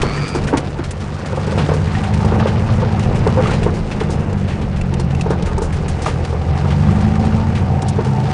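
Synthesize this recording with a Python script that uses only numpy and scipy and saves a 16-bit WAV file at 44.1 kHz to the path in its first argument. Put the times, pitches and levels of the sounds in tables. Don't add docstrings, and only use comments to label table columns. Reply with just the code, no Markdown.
import sys
import numpy as np
from scipy import signal
from scipy.fft import rfft, irfft, next_fast_len
from scipy.io import wavfile
from scipy.ndimage import uniform_filter1d

SR = 44100
rng = np.random.default_rng(int(sys.argv[2]) if len(sys.argv) > 2 else 0)


def file_out(sig):
    cols = np.atleast_2d(sig).T
    lim = np.clip(cols, -1, 1)
    pcm = np.round(lim * 32767).astype(np.int16)
    wavfile.write(sys.argv[1], SR, pcm)


def volts(x):
    e = np.asarray(x, float) / 20
    return 10 ** e


N = 367353
T = np.arange(N) / SR


def level(x, db):
    return x * volts(db) / np.sqrt(np.mean(x ** 2))


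def curves(table):
    s, *columns = np.transpose(table)
    return [np.interp(T, s, c) for c in columns]


def resonate(x, hz, width_hz):
    return signal.lfilter(*signal.iirpeak(hz, hz / width_hz, fs=SR), x)


def walk(rate):
    hold = int(SR / rate)
    steps = np.repeat(rng.standard_normal(N // hold + 1), hold)
    return 1.3 * uniform_filter1d(uniform_filter1d(steps, hold), hold)[:N]


def add(out, s, sound):
    i = int(s * SR)
    out[i:i + len(sound)] += sound[:N - i]


def scattered(count, db, colour, colour_spread, length):
    c = rng.standard_normal((count, 3))
    s = rng.random(count) * N / SR
    levels_db = db + 2 * c[:, 0]
    colours = colour + colour_spread * c[:, 1]
    lengths = length * volts(3 * c[:, 2])
    return list(zip(s, levels_db, colours, lengths))


def causal(x, spectrum):
    size = next_fast_len(2 * N)
    hz, db = np.transpose(spectrum)
    logf = np.log(np.maximum(np.fft.rfftfreq(size, 1 / SR), 1))
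    gain = volts(np.interp(logf, np.log([*hz, 2 * hz[-1]]), [*db, -60]))
    cepstrum = irfft(np.log(gain), size)
    cepstrum[1:size // 2] *= 2
    cepstrum[size // 2 + 1:] = 0
    return irfft(rfft(x, size) * np.exp(rfft(cepstrum)), size)[:N]


# pulse strength (ratio), lag along its pipe/ms
CYLINDER_PULSES = [(1, 7), (.77, 2.1), (.58, 10.3), (.26, 12.8)]


def timing(k, cycle_hz):
    hz = cycle_hz[::256]
    total = 0
    for i, (strength, lag_ms) in enumerate(CYLINDER_PULSES):
        delay_cycles = i / 4 + hz * lag_ms / 1000
        total = total + strength * np.exp(-2j * np.pi * k * delay_cycles)
    return np.interp(T, T[::256], np.unwrap(np.angle(total)))


# multiple of the cycle, relative level/dB
FIRING_MULTIPLES = [(3, -8), (4, 11), (5, -2.5), (6, 7.5), (7, 9.5), (8, 10), (9, 3), (10, -1), (11, -7.5),
                    (12, 4.5), (13, -8.5), (14, 1.5), (15, -7), (16, 6), (17, 1.5), (18, 2), (19, 0.2),
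                    (20, -9.5)]
# t/s, added level/dB
THROTTLE_BRIGHTNESS = [(0, -8), (1.1, -4.5), (1.9, -4), (2.3, -1.5), (3.4, 1), (4.4, -0.5), (5.2, 5),
                       (6.3, -9), (6.9, 1.5), (7.3, 3), (7.6, -6), (8.33, -1.5)]
# f/Hz, gain/dB
CABIN_BOOMS = [(20, 8.5), (45, -28.5), (62, -14.5), (74, -4.5), (84, -6.5), (98, -8.5), (116, -8), (138, 1),
               (160, -3.5), (185, -9.5), (212, -3.5), (224, -5.5), (240, -28), (300, -22.5)]


def firing_boom(cycle, cycle_hz, load_db, uneven_db):
    bright_db, = curves(THROTTLE_BRIGHTNESS)
    lumpy = 1 + np.clip(.2 * (-25 - load_db), 0, .6)
    firings = 0
    for k, db in FIRING_MULTIPLES:
        waver_db = lumpy * (1.5 * walk(9) + 1.0 * walk(2.5))
        gain_db = db + (k % 4 > 0) * uneven_db + (k > 14) * bright_db + waver_db
        firings = firings - volts(gain_db) * np.cos(k * cycle + timing(k, cycle_hz))
    burn_db = 1.5 * lumpy * walk(45)
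    return causal(np.sqrt(2) * firings * volts(load_db + burn_db), CABIN_BOOMS)


def clatter(cycle, load_db):
    firing = 4 * cycle / (2 * np.pi)
    strength = volts(4 * rng.standard_normal(int(firing.max()) + 1))[firing.astype(int)]
    fade = np.exp(-(firing % 1) / .4)
    bursts = rng.standard_normal(N) * strength * fade
    return level(resonate(resonate(bursts, 1100, 1200), 1100, 2200), -17) * volts(load_db)


# f/Hz, width of the narrower stage/Hz, relative level/dB
CASING_MODES = [(464, 30, -12), (765, 73, 5), (883, 50, 0.5), (1180, 60, -8.5)]
# t/s, level/dB
DRONE_LEVEL = [(0, -57), (1.2, -42), (2.2, -30), (3.0, -31.5), (3.8, -59), (5, -38), (6.4, -35.5),
               (6.95, -28), (7.35, -31), (7.6, -33.5), (8.33, -27.5)]


def casing_drone(cycle):
    shake = rng.standard_normal(N) * (1 + 1.2 * np.cos(4 * cycle))
    drone = 0
    for hz, width_hz, db in CASING_MODES:
        mode = resonate(resonate(shake, hz, width_hz), hz, 2 * width_hz)
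        drone = drone + volts(db + 3.4 * walk(7.4)) * level(mode, 0)
    drone_db, = curves(DRONE_LEVEL)
    return level(drone, 0) * volts(drone_db)


# t/s, cycle f/Hz
CYCLE_SPEED = [(0.0, 11.96), (0.4, 11.97), (0.6, 11.78), (1.02, 11.9), (1.25, 12.25), (1.36, 11.85),
               (1.5, 12.55), (1.7, 12.35), (1.86, 12.9), (2.02, 12.7), (2.48, 13.5), (3.16, 13.78),
               (3.43, 13.92), (3.6, 13.42), (3.87, 12.85), (4.22, 12.46), (4.54, 11.71), (5.22, 10.85),
               (5.77, 10.6), (6.1, 10.48), (6.4, 10.8), (6.7, 11.87), (7.19, 13.45), (7.4, 13.7),
               (7.54, 14.05), (7.8, 14.25), (8.05, 14.95), (8.33, 14.7)]
# t/s, relative load level/dB, unevenness of the cylinders/dB
ENGINE_LOAD = [(0.0, -31, -7), (0.6, -31.5, -4), (1.2, -27, -6), (1.6, -26, -0.5), (2.0, -20.5, -5),
               (2.4, -23.5, 1), (3.0, -25.5, 3.5), (3.45, -24, -0.5), (3.65, -27.5, -3), (3.9, -31.5, -2),
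               (4.2, -27, -2.5), (4.6, -31.5, -2), (5.3, -26.5, -3.5), (6.0, -29.5, 0.5), (6.4, -25.5, -1),
               (6.95, -19, -4), (7.3, -23, 0), (7.7, -29, 7), (8.33, -28.5, 5)]


def engine():
    cycle_hz, = curves(CYCLE_SPEED)
    load_db, uneven_db = curves(ENGINE_LOAD)
    cycle = 2 * np.pi * np.cumsum(cycle_hz) / SR + 4.04 + 0.035 * walk(12)
    boom = firing_boom(cycle, cycle_hz, load_db, uneven_db)
    return boom + clatter(cycle, load_db) + casing_drone(cycle)


# t/s, relative level/dB, centre f/Hz, typical ring t60/s
PANEL_BLOWS = [(0.031, -5, 454, 0.049), (0.349, -7, 380, 0.056), (0.359, -12.5, 265, 0.15),
               (0.5275, -4, 462, 0.089), (0.536, -3, 300, 0.09), (0.547, -9, 332, 0.052),
               (0.573, -11, 286, 0.097), (0.792, -13.5, 336, 0.087), (0.829, -18.5, 287, 0.056),
               (1.299, -23, 520, 0.076), (1.329, -11.5, 514, 0.09), (1.374, -9, 523, 0.1),
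               (1.477, -15, 440, 0.16), (1.51, -22, 457, 0.11), (1.576, -5.5, 424, 0.028),
               (1.592, -13, 477, 0.1), (1.689, -2.5, 444, 0.017), (1.716, -5.5, 431, 0.032),
               (1.739, -12, 460, 0.14), (2.163, -23, 796, 0.063), (2.245, -8.5, 428, 0.08),
               (2.269, -12, 433, 0.046), (2.321, -5.5, 418, 0.047), (2.338, -18, 330, 0.063),
               (2.401, -13, 675, 0.086), (2.457, -3.5, 524, 0.04), (2.473, -12, 344, 0.023),
               (2.568, -16, 510, 0.049), (2.783, -16, 516, 0.11), (2.826, -8.5, 494, 0.12),
               (3.111, -10.5, 580, 0.022), (3.266, -3, 418, 0.079), (3.371, -6.5, 515, 0.25),
               (3.384, -9, 503, 0.2), (3.4, -10, 520, 0.092), (3.485, -8.5, 350, 0.091),
               (3.514, -8, 507, 0.046), (3.539, -13, 483, 0.067), (3.663, -3.5, 407, 0.067),
               (4.009, -8, 427, 0.095), (4.095, -11.5, 364, 0.094), (4.325, -17, 458, 0.16),
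               (4.921, -18, 350, 0.21), (4.994, -14.5, 350, 0.083), (5.26, -9.5, 431, 0.099),
               (5.305, -2.5, 406, 0.064), (5.33, -17, 490, 0.087), (5.423, -13.5, 403, 0.092),
               (5.471, -14, 431, 0.15), (5.513, -15.5, 440, 0.13), (5.577, -11, 400, 0.16),
               (5.617, -8.5, 428, 0.11), (6.06, -13, 780, 0.066), (6.067, -11, 620, 0.07),
               (6.079, -11, 443, 0.092), (6.326, -15, 400, 0.084), (6.644, -14, 358, 0.059),
               (6.977, -16, 322, 0.066), (7.238, -17.5, 865, 0.032), (7.829, -14, 350, 0.052),
               (7.985, -6, 443, 0.11), (8.0, -18, 350, 0.17), (8.064, -12, 431, 0.1)]
# f/Hz, relative level/dB, usual t60/s (scaled by the ring of each blow)
PANEL_MODES = [(273, 7.5, 0.089), (286, -3, 0.029), (350, 4, 0.11), (431, 5.5, 0.066), (505, -3.5, 0.13),
               (521, -7.5, 0.078), (616, 0, 0.05), (780, 6.5, 0.054), (902.5, -4, 0.091),
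               (1230, -10.5, 0.052)]


def knocks():
    out, t = np.zeros(N), np.arange(SR // 5) / SR
    faint = scattered(16, -22, 390, 67, .075)
    blows = PANEL_BLOWS + faint
    swell = np.sin(np.pi / 2 * np.minimum(t / 0.0034, 1)) ** 2
    rattle_band = signal.butter(3, [330, 1400], "bandpass", fs=SR, output="sos")
    rattle_shape = swell * np.exp(-(t / 0.039) ** 2) + 0.41 * t / 0.0059 * np.exp(1 - t / 0.0026)
    usual_ring = np.mean([t60 for _, _, t60 in PANEL_MODES])
    for s, db, centre_hz, ring in blows:
        ring = max(ring, .01)
        chance, starts = rng.standard_normal((2, len(PANEL_MODES)))
        modes = 0
        for (hz, mode_db, t60), c, start in zip(PANEL_MODES, chance, starts):
            reach_db = max(-22.5 * abs(np.log2(hz / centre_hz)), -14)
            fade = 1000. ** (-t * usual_ring / (t60 * ring))
            tone = np.sin(2 * np.pi * hz * (1 + 0.022 * c) * t + start)
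            modes = modes + volts(mode_db + reach_db + 0.69 * c) * swell * fade * tone
        stiff = volts(-6.5) * np.sin(2 * np.pi * 900 * t + chance[0])
        thud = swell * np.exp(-(t / (0.11 * ring)) ** 2) * (np.sin(2 * np.pi * centre_hz * t) + stiff)
        blow = thud / np.abs(thud).max() + volts(-5) * modes / np.abs(modes).max()
        rattle_noise = signal.sosfilt(rattle_band, rng.standard_normal(len(t)))
        rattle = level(rattle_noise, -19) * rattle_shape
        add(out, max(s - .0005, 0), (blow / np.abs(blow).max() + rattle) * volts(db))
    return out


# f/Hz, width of the narrower stage/Hz, relative level/dB
LOOSE_PART_RINGS = [(532, 60, 4), (914, 78, 0), (1177, 120, 4), (1415, 160, -3), (1870, 220, -9),
                    (2574, 300, -10)]
# t/s, level/dB
TRACK_SHAKING = [(0, -34), (0.7, -51), (1.3, -31.5), (1.7, -37), (2.1, -38), (2.45, -29.5), (2.9, -35),
                 (3.5, -33), (3.8, -50), (4.6, -45.5), (5.4, -43.5), (6.1, -42.5), (7, -34.5),
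                 (8.33, -47.5)]


def rattles():
    out, taps_per_s = 0, 45
    for hz, width_hz, db in LOOSE_PART_RINGS:
        force = volts(3.5 * np.minimum(rng.exponential(size=N), 2.5))
        taps = (rng.random(N) < taps_per_s / SR) * force
        contact = uniform_filter1d(taps, size=130) * rng.standard_normal(N)
        out = out + level(resonate(resonate(contact, hz, width_hz), hz, 4 * width_hz), db)
    shake_db, = curves(TRACK_SHAKING)
    return level(out, 0) * volts(shake_db)


# t/s, relative level/dB, relative level of the low part/dB, length/s
TRIM_TICKS = [(0.016, -20.5, 8, 0.017), (0.277, -28, -3, 0.027), (0.345, -26, -11, 0.035),
              (0.438, -29, -11, 0.016), (0.471, -30, 9, 0.032), (0.5706, -18.5, 3.5, 0.016),
              (0.837, -29.5, 4, 0.026), (0.908, -24, -3, 0.013), (1, -34.5, 2, 0.034),
              (1.257, -29.5, 6, 0.021), (1.36, -35, 8.5, 0.015), (1.466, -31.5, -4, 0.014),
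              (1.578, -32, 15.5, 0.041), (1.734, -26.5, -18, 0.023), (1.947, -40, 17.5, 0.033),
              (2.033, -36, 15, 0.027), (2.137, -29.5, 9, 0.015), (2.176, -36, -21, 0.0058),
              (2.248, -29, -13, 0.014), (2.398, -37, 19.5, 0.015), (2.468, -31.5, 13, 0.035),
              (2.994, -28.5, 2, 0.007), (3.025, -36.5, 13, 0.034), (3.153, -32, 9, 0.025),
              (3.274, -29, 10, 0.0044), (3.427, -36.5, 16.5, 0.085), (3.47, -30.5, 11.5, 0.017),
              (3.505, -30.5, 13, 0.028), (3.532, -27.5, 8, 0.028), (3.629, -31.5, 12, 0.018),
              (3.74, -34, -19, 0.053), (3.9115, -33, 14, 0.025), (4, -34, 16, 0.025),
              (4.1, -27.5, -7, 0.04), (4.472, -38, 14.5, 0.083), (4.611, -40.5, 15, 0.038),
              (4.76, -36.5, 10, 0.028), (4.812, -32, 9.5, 0.0086), (4.939, -27.5, 7, 0.007),
              (4.997, -26, 0, 0.014), (5.105, -39.5, 15.5, 0.015), (5.149, -33.5, 3, 0.007),
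              (5.2105, -23.5, -1.5, 0.0094), (5.303, -29, -9, 0.019), (5.424, -28, 2, 0.0089),
              (5.457, -30, 6.5, 0.027), (5.5807, -27, -24, 0.0086), (5.616, -27, -13.5, 0.041),
              (5.723, -33, 7.5, 0.033), (5.88, -25.5, 3, 0.022), (6.017, -26, -6, 0.025),
              (6.0537, -27, 9, 0.051), (6.248, -28, 7, 0.012), (6.702, -40.5, 20, 0.037),
              (7.004, -35, 8, 0.028), (7.25, -31, 5.5, 0.015), (7.5466, -34, 13, 0.051),
              (7.82, -24.5, -3, 0.011), (7.883, -21, -5, 0.016), (8.046, -31, 6, 0.015)]


def ticks():
    out, t = np.zeros(N), np.arange(SR // 8) / SR
    faint = scattered(30, -39, 5, 4, .014)
    low = signal.butter(2, [1000, 3100], "bandpass", fs=SR, output="sos")
    for s, db, low_db, length in TRIM_TICKS + faint:
        length = max(length, .003)
        noise = rng.standard_normal((2, len(t)))
        shift = volts(1.5 * np.clip(noise[0, 0], -1.5, 1.5))
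        top = signal.butter(1, [3400 * shift, 7500 * shift], "bandpass", fs=SR, output="sos")
        tail = np.minimum(t / (0.13 * length), 1) * np.exp(-(t / length) ** 1.7)
        snap = volts(2) * min(0.0088 / length, 1) ** 2 * np.exp(-t / .0015)
        rustle = level(signal.sosfilt(top, noise[0]), -5.0)
        rustle = rustle + level(signal.sosfilt(low, noise[1]), low_db - 7.5)
        add(out, s, volts(db) * (tail + snap) * rustle)
    return out


# t/s, relative level/dB, f/Hz, t60/s
PART_PINGS = [(0.178, -17, 1820, 0.065), (0.177, -25, 2980, 0.037), (0.4868, -12, 1520, 0.023),
              (1.95, -15.5, 1850, 0.062), (2.039, -20, 1340, 0.031), (2.141, -28, 1230, 0.034),
              (2.3957, -18.5, 1730, 0.056), (3.3977, -23, 1190, 0.042), (3.458, -7, 1225, 0.042),
              (3.494, -14, 1397, 0.06), (3.915, -22, 2650, 0.05), (4.8116, -21, 2660, 0.04),
              (4.998, -28, 4260, 0.088), (5.149, -20.5, 2700, 0.036), (5.2098, -12, 2630, 0.025),
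              (5.4795, -21.5, 1230, 0.19), (6.0623, -5, 1200, 0.033)]


def pings():
    out, t = np.zeros(N), np.arange(SR // 8) / SR
    for s, db, hz, t60 in PART_PINGS:
        pair = np.sin(2 * np.pi * hz * t) + 0.14 * np.sin(2 * np.pi * 0.97 * hz * t)
        envelope = np.minimum(t / 0.00089, 1) * 1000. ** (-t / t60)
        add(out, s, volts(db - 3.5) * envelope * pair)
    return out


# t/s, top whirr f/Hz, relative level/dB
LENS_RUN = [(.04, 4400, -38), (.1, 4460, -37), (.18, 4700, -37.5), (.26, 4790, -36), (.35, 4780, -37.5),
            (.4, 4700, -45)]


def lens():
    teeth_hz = 102.6
    hz, db = curves(LENS_RUN)
    rough_hz = hz * (1 + .015 * walk(1500) + .012 * walk(120))
    phase = 2 * np.pi * np.cumsum(rough_hz) / SR
    teeth = (.5 + .5 * np.cos(2 * np.pi * teeth_hz * T + .6 * walk(30))) ** 2.5
    whine = np.sin(phase) + volts(2) * np.sin(phase / 2) + volts(3) * np.sin(.275 * phase)
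    on = (T > LENS_RUN[0][0]) & (T < LENS_RUN[-1][0])
    running = uniform_filter1d(1. * on, size=600)
    return volts(db + 8 + 1.2 * walk(40)) * teeth * whine * running


def flickering(source, spectrum, shared_db, own_db, rate):
    size = next_fast_len(N)
    logf = np.log2(np.maximum(np.fft.rfftfreq(size, 1 / SR), 1))
    hz, db = np.transpose(spectrum)
    tinted = rfft(source, size) * volts(np.interp(logf, np.log2(hz), db, left=-60, right=-60))
    out = 0
    for centre in range(4, 15):
        band = np.cos(np.pi / 2 * np.clip(logf - centre, -1, 1)) ** 2
        out = out + volts(own_db * walk(rate)) * irfft(tinted * band, size)[:N]
    return out * volts(shared_db * walk(rate))


# t/s, then relative level/dB of tyre roar, gravel hiss and body rumble
TRACK_LEVELS = [(0.0, -17.5, -35, -23.5), (0.25, -24.5, -36, -39.5), (0.45, -20.5, -40.5, -27),
                (0.95, -29, -43.5, -35), (1.28, -25.5, -41, -34), (1.6, -21, -35.5, -36),
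                (2.1, -24, -39.5, -31.5), (2.41, -19.5, -38, -32), (2.9, -22.5, -39.5, -23),
                (3.46, -18, -39, -26), (3.83, -22, -41, -25.5), (4.3, -23, -43, -32.5),
                (4.75, -25.5, -46, -25), (5.3, -25.5, -43, -29), (5.6, -23.5, -44.5, -24.5),
                (6.05, -24.5, -38.5, -29.5), (6.35, -24.5, -43, -29), (6.8, -23.5, -38.5, -33),
                (7.3, -23, -40, -23), (7.8, -24.5, -43.5, -40), (8.33, -23, -38, -35)]
# f/Hz, gain/dB
ROAR_COLOUR = [(50, -4.5), (90, -4.5), (115, -1.5), (150, -0.5), (215, -3.5), (270, -8), (370, -8),
               (480, -7.5), (640, -14), (800, -14), (1100, -23), (1800, -29), (3000, -32)]
# f/Hz, gain/dB
RUMBLE_COLOUR = [(12, -35.5), (20, 9), (35, 15.5), (55, 8.5), (80, 10), (130, -50)]
# f/Hz, gain/dB
HISS_COLOUR = [(500, -26.5), (1000, 7.5), (1600, 5.5), (2500, -0.5), (4000, -3.5), (5000, -5),
               (7000, -11.5), (10000, -17.5)]


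def road():
    roar_db, hiss_db, rumble_db = curves(TRACK_LEVELS)
    lumps = (rng.random(N) < 300 / SR) * rng.standard_normal(N)
    tyres = rng.standard_normal(N) + level(lumps, -5)
    roar = flickering(tyres, ROAR_COLOUR, shared_db=.6, own_db=1.0, rate=20)
    rumble = flickering(rng.standard_normal(N), RUMBLE_COLOUR, shared_db=2.0, own_db=.4, rate=5)
    sizes = np.minimum(rng.exponential(size=N), 2)
    stones = (rng.random(N) < 1200 / SR) * volts(4 * sizes) * rng.standard_normal(N)
    grit = rng.standard_normal(N) + level(stones, 0)
    hiss = flickering(grit, HISS_COLOUR, shared_db=1.0, own_db=2.0, rate=70)
    bed = level(roar, 0.95) * volts(roar_db)
    bed = bed + level(hiss, 4.3) * volts(hiss_db)
    return bed + level(rumble, 0.49) * volts(rumble_db)


def scene():
    return (engine() + knocks() + rattles() + ticks() + pings() + lens() + road())[None]


def band_limit(x):
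    return signal.sosfilt(signal.butter(12, 10180, fs=SR, output="sos"), x)


def record(dry):
    soft = np.tanh(0.56 * dry) / 0.63
    low_pass = signal.ellip(10, .2, 80, 10050, fs=SR, output="sos")
    mix = signal.sosfilt(low_pass, soft)
    return band_limit(mix)


dry = scene()
out = record(dry)
file_out(out)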